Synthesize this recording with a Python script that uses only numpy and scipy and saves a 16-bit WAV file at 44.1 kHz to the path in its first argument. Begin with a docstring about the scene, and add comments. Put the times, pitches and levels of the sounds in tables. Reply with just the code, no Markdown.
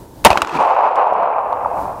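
"""Pistol shot with woodland echo

A pistol shot on a snowy outdoor range overloads a nearby camera microphone: noise bursts and low pressure swings.
Hard slaps, made of short rings and crackle, come back from the shed and the range fittings.
Then a long echo rolls out of the woods, ever duller: random returns that lose treble with time.
The recorder's gain ducks at the blast and lets the wind and hiss return as the echo fades."""
import sys
import numpy as np
from scipy import signal
from scipy.fft import rfft, irfft, next_fast_len
from scipy.io import wavfile
from scipy.ndimage import uniform_filter1d, minimum_filter1d, map_coordinates

SR = 44100
rng = np.random.default_rng(int(sys.argv[2]) if len(sys.argv) > 2 else 0)


def dump(signal):
    """Clip the signal to [-1, 1] and save it as 16-bit WAV at the path in sys.argv[1]."""
    limited = np.clip(np.atleast_2d(signal).T, -1, 1)
    pcm = np.round(limited * 32767).astype(np.int16)
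    wavfile.write(sys.argv[1], SR, pcm)


N = 88200  # two seconds of samples
T = np.arange(N) / SR  # time of each sample, in seconds
SHOT_S = 0.2486
SLAP_RISE_S = 0.0012  # how fast each reflected ring swells

# All source levels are those ahead of the recorder's gain. Colours give only the relative tone of a noise.
# Colour of the boom: pitch_hz, level_db
BOOM_COLOUR = [(30, -30.5), (170, -7.5), (400, -11.5), (660, 0.5), (1000, 0), (1400, -16.5), (2600, -19.5),
               (5000, -29), (15000, -41.5)]
# Colour of the crackle in the hammer and the slaps: pitch_hz, level_db
CRACKLE_COLOUR = [(60, -11), (400, -8.5), (1300, 5), (1900, -2), (2600, -1), (3400, -4), (7000, -14),
                  (15000, -39)]


def amp(db):
    """Turn decibels into a gain."""
    return 10 ** (np.asarray(db) / 20)


def unit(x):
    """Scale a sound to an average (rms) strength of 1."""
    return x / np.sqrt(np.mean(x ** 2) + 1e-20)


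def along(points, hz):
    """Read a curve of (Hz, value) points at any frequency, on a log axis."""
    point_hz, value = np.transpose(points)
    return np.interp(np.log(hz + 1), np.log(point_hz + 1), value)


def filtered(x, response):
    """Multiply the spectrum of x by a gain that depends on frequency."""
    size = next_fast_len(N + SR // 2)  # spare room stops the end wrapping onto the start
    spectrum = rfft(x, size) * response(np.fft.rfftfreq(size, 1 / SR))
    return irfft(spectrum, size)[..., :N]


def noise(colour):
    """Make steady coloured noise of rms 1."""
    return unit(filtered(rng.standard_normal(N), lambda hz: amp(along(colour, hz))))


def wobble(rate):
    """Draw a smooth random curve through so many random points a second."""
    return map_coordinates(rng.standard_normal(1024), [T * rate], mode="wrap")


def decay(start, t60):
    """Start suddenly at 1, then die away by 60 dB in t60 seconds."""
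    return (T >= start) * np.exp(-np.log(1000) * np.maximum(T - start, 0) / t60)


def ring(start, hz, t60, rise):
    """Make a few cycles that swell and die, under an envelope that peaks at 1."""
    age = np.maximum(T - start, 0)
    swell = decay(start, t60) * (1 - np.exp(-age / rise)) ** 2
    return np.sin(2 * np.pi * hz * age) * swell / swell.max()


def breeze():
    """Light wind over hiss: one coloured noise whose level drifts gently."""
    # Colour of wind and hiss: pitch_hz, level_db
    floor_colour = [(15, -43), (25, -11.5), (62, -5), (164, -10.5), (281, -9), (410, -14), (482, -15.5),
                    (804, -20.5), (945, -15), (1110, -28), (2700, -41.5), (3440, -38.5), (15500, -40)]
    level_db = -36.5 + 1.5 * wobble(15)
    return amp(level_db) * noise(floor_colour)


def woods():
    """Many trunks return the shot; later echoes have lost more treble to the air."""
    # Echo strength over time: time_s, level_db
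    strength = [(.5, -34.5), (.582, -7.5), (.612, 6), (.67, 4.5), (.77, 3), (.88, 4.5), (.94, -0.5),
                (.98, 7.5), (1.06, 1), (1.135, -1), (1.19, 5), (1.32, -2), (1.45, -6.5), (1.53, -9),
                (1.68, -15.5), (1.82, -20), (2, -23.5)]
    # Colour of the echo at the forest edge: pitch_hz, level_db
    edge_colour = [(40, -43.5), (200, -38), (350, -21.5), (500, -8.5), (700, -1.5), (880, 0), (1100, -4.5),
                   (1400, -16), (1900, -27), (2600, -24.5), (3400, -39.5), (6000, -46.5), (15000, -58)]
    trunks_per_s, trunk_share = 260, 0.39  # the share is of power; the rest is smooth noise
    edge_s = 0.54  # air loss counts from here
    air_db_per_s, air_power = 23, 1.39  # loss at 5 kHz, and its growth with frequency
    hits = rng.random(N) < trunks_per_s / SR
    trunks = unit(hits * rng.choice([-1, 1], N))
    returns = np.sqrt(trunk_share) * trunks + np.sqrt(1 - trunk_share) * rng.standard_normal(N)
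    returns = unit(filtered(returns, lambda hz: amp(along(edge_colour, hz))))
    # Split into short slices so that each moment can lose its own amount of treble
    hz, t, slices = signal.stft(returns, SR, nperseg=512)
    air_db = air_db_per_s * (hz[:, None] / 5000) ** air_power * np.maximum(t - edge_s, 0)
    dulled = signal.istft(slices * amp(-air_db), SR, nperseg=512)[1][:N]
    flutter_db = 1.04 * wobble(44.52)
    return dulled * amp(np.interp(T, *np.transpose(strength), left=-120) + flutter_db)


def far_slaps():
    """Strong single returns from the woods, with no crackle left: short rings above the rolling echo."""
    # Returns: start_s, level_db, pitch_hz
    returns = [(0.573, -4, 2430), (.5880, 9.5, 935), (.607, 12, 880), (1.0710, 13, 825), (1.1230, 14, 700),
               (1.1515, 11.5, 920), (1.229, 9, 780), (1.337, -15.5, 2370), (1.527, -2, 1000),
               (1.647, -7.5, 1176), (1.659, -1, 860)]
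    t60_s = 0.011
    return sum(amp(db) * ring(s, hz, t60_s, SLAP_RISE_S) for s, db, hz in returns)


def ticks():
    """Faint dry ticks on top of the echo: very short bursts of noise."""
    # Ticks: start_s, level_db
    tick_times = [(.609, -23), (.6285, -13), (.653, -17), (0.672, -12.5), (.692, -21), (.748, -18),
                  (0.957, -9.5), (0.963, -14), (1.073, -13), (1.136, -18), (1.2305, -18), (1.529, -27)]
    # Colour of a tick: pitch_hz, level_db
    tick_colour = [(500, 2), (3500, 1.5), (7000, -8.5), (15000, -20.5)]
    t60_s = 0.0049
    return noise(tick_colour) * sum(amp(db) * decay(s, t60_s) for s, db in tick_times)


def field():
    """Rough open ground scatters the blast back as noise, and earth banks answer with dull swells."""
    # Scatter off the ground over time: time_s, level_db
    scatter = [(.25, -7.5), (.295, -4.5), (.335, -4.5), (.40, -9.5), (.455, -14), (.51, -8.5), (.57, -3.5),
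               (.66, -18.5), (.8, -58.5)]
    # Colour of the scatter: pitch_hz, level_db
    field_colour = [(40, -23.5), (150, -17), (320, -0.5), (560, -4), (900, 3), (1350, -5), (2000, -15.5),
                    (2650, -15), (3300, -21), (7000, -31.5), (15000, -46.5)]
    # Returns of the banks: centre_s, spread_s, level_db
    bank_returns = [(0.571, 0.024, -10.5), (1.21, .05, -28)]
    # Colour of the banks: pitch_hz, level_db
    bank_colour = [(30, -19), (100, -18), (170, 8), (260, 0.5), (450, -15.5), (1500, -59.5)]
    level_db = np.interp(T, *np.transpose(scatter)) + 1.7 * wobble(110)
    ground = (T > SHOT_S) * amp(level_db) * noise(field_colour)
    swells = sum(amp(db) * np.exp(-0.5 * ((T - s) / spread) ** 2) for s, spread, db in bank_returns)
    return ground + swells * noise(bank_colour)


def slaps():
    """Near surfaces return two-pitch rings, a scrap of boom, and a crackle that the ground repeats."""
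    # Near reflections: start_s, level_db, pitch_hz, ring_t60_s, upper_pitch_hz,
    # then upper_ring_db and crackle_db, both counted from level_db
    reflections = [(0.3032, 29.5, 790, 0.0094, 2810, -13, -15), (0.3103, 17, 950, 0.02, 2540, -8, -8),
                   (0.3149, 21, 997, 0.012, 2460, -18, -14), (0.329, 13, 636, 0.014, 2550, -8.5, -7.5),
                   (0.3559, 19, 890, 0.011, 2560, -35, -39), (0.3732, 24.5, 1251, 0.0043, 2300, -7, -7.5),
                   (0.4185, 25, 1226, 0.0056, 2790, -10.5, -5), (.4470, 0, 1110, 0.0056, 2480, -11, -5.5),
                   (0.472, -2, 1080, 0.022, 2760, -20, -4.5), (.4935, -4.5, 940, 0.016, 2600, -4, -7.5)]
    crackle_t60_s = 0.007
    ground_delay_s, ground_db = 0.002, -3
    scrap_db, scrap_t60_s = -17, 0.051
    out, crackle, boom = np.zeros(N), noise(CRACKLE_COLOUR), noise(BOOM_COLOUR)
    for s, db, hz, t60, upper_hz, upper_db, crackle_db in reflections:
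        noise_start = s + SLAP_RISE_S / 2
        burst = decay(noise_start, crackle_t60_s)
        burst += amp(ground_db) * decay(noise_start + ground_delay_s, crackle_t60_s)
        scrap = amp(scrap_db) * decay(noise_start, scrap_t60_s) * boom
        rings = ring(s, hz, t60, SLAP_RISE_S)
        rings += amp(upper_db) * ring(s, upper_hz, t60, SLAP_RISE_S)
        out += amp(db) * (rings + scrap + amp(crackle_db) * burst * crackle)
    return out


def pushes():
    """Air pressure pushes and then sucks; the microphone's bass cut turns this into a low swing."""
    # Low pressure pushes: start_s, level_db (of the pulse, before the bass cut)
    pulses = [(.249, 6), (0.271, 4), (0.3039, 23.5), (0.421, 5.5)]
    push_s, bass_cut_hz = 0.0024, 57  # push_s is the time until the push turns to suction
    wave = np.zeros(N)
    for s, db in pulses:
        age = np.maximum(T - s, 0) / push_s
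        onset = 1 - np.exp(-10 * age)
        wave += amp(db) * (1 - age) * np.exp(-age) * onset
    return signal.sosfilt(signal.butter(4, bass_cut_hz, "high", fs=SR, output="sos"), wave)


def muzzle():
    """The hammer falls; then a bright shock front and a dense boom that holds and collapses."""
    # Colour of the shock front: pitch_hz, level_db
    crack_colour = [(100, -2.5), (1000, -9), (2800, 14.5), (5000, -10), (9000, 5), (15000, -10.5)]
    hammer_s, hammer_db, hammer_t60_s = 0.2432, -21.5, 0.04
    boom_db, boom_hold_s, boom_fall_db_per_s = 23.5, 0.022, 1898
    crack_db, crack_t60_s = 16, 0.022
    spray_db, spray_t60_s = 10, 0.085  # a weaker, longer tail of the same bright noise
    age = np.maximum(T - SHOT_S, 0)
    hammer = amp(hammer_db) * decay(hammer_s, hammer_t60_s) * noise(CRACKLE_COLOUR)
    boom_level_db = boom_db - boom_fall_db_per_s * np.maximum(age - boom_hold_s, 0)
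    boom = noise(BOOM_COLOUR) * (1 - np.exp(-age / 0.003)) * amp(boom_level_db)
    bright = amp(crack_db) * decay(SHOT_S, crack_t60_s) + amp(spray_db) * decay(SHOT_S, spray_t60_s)
    return hammer + boom + noise(crack_colour) * bright


def scene():
    """Add the open air, the echoes and the shot."""
    echoes = woods() + far_slaps() + ticks() + field() + slaps()
    return (breeze() + echoes + pushes() + muzzle())[None]


def ducked(dry):
    """Overload makes the gain duck, hold and slowly recover."""
    overload_db, duck_db = 21, 16
    attack_s, hold_s, recover_db_per_s = 0.01, 0.84, 32.5
    overloaded = np.abs(dry[0]) > amp(overload_db)
    since = T - np.maximum.accumulate(np.where(overloaded, T, -10))  # seconds since the last overload
    wanted_db = np.clip(duck_db - recover_db_per_s * (since - hold_s), 0, duck_db)
    pole = np.exp(-1 / (attack_s * SR))  # smooths the change of gain
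    return dry * amp(-signal.lfilter([1 - pole], [1, -pole], wanted_db))


def limited(x):
    """A quick limiter turns peaks down by up to 8 dB."""
    peak_db, range_db, window_s = -3.5, 8, 0.0061
    size = int(window_s * SR)
    need_db = np.clip(peak_db - 20 * np.log10(np.abs(x) + 1e-9), -range_db, 0)
    return x * amp(uniform_filter1d(minimum_filter1d(need_db, size), size))


def band_limit(hz):
    """Cut the treble steeply above 15.7 kHz."""
    return 1 / np.sqrt(1 + (hz / 15700) ** 120)


def record(dry):
    """Duck and limit the sound, clip what is still too loud, then cut the top treble."""
    clip_top = 0.93
    clipped = np.clip(limited(ducked(dry)), -clip_top, clip_top)
    return filtered(clipped, band_limit)


dry = scene()
out = record(dry)
dump(out)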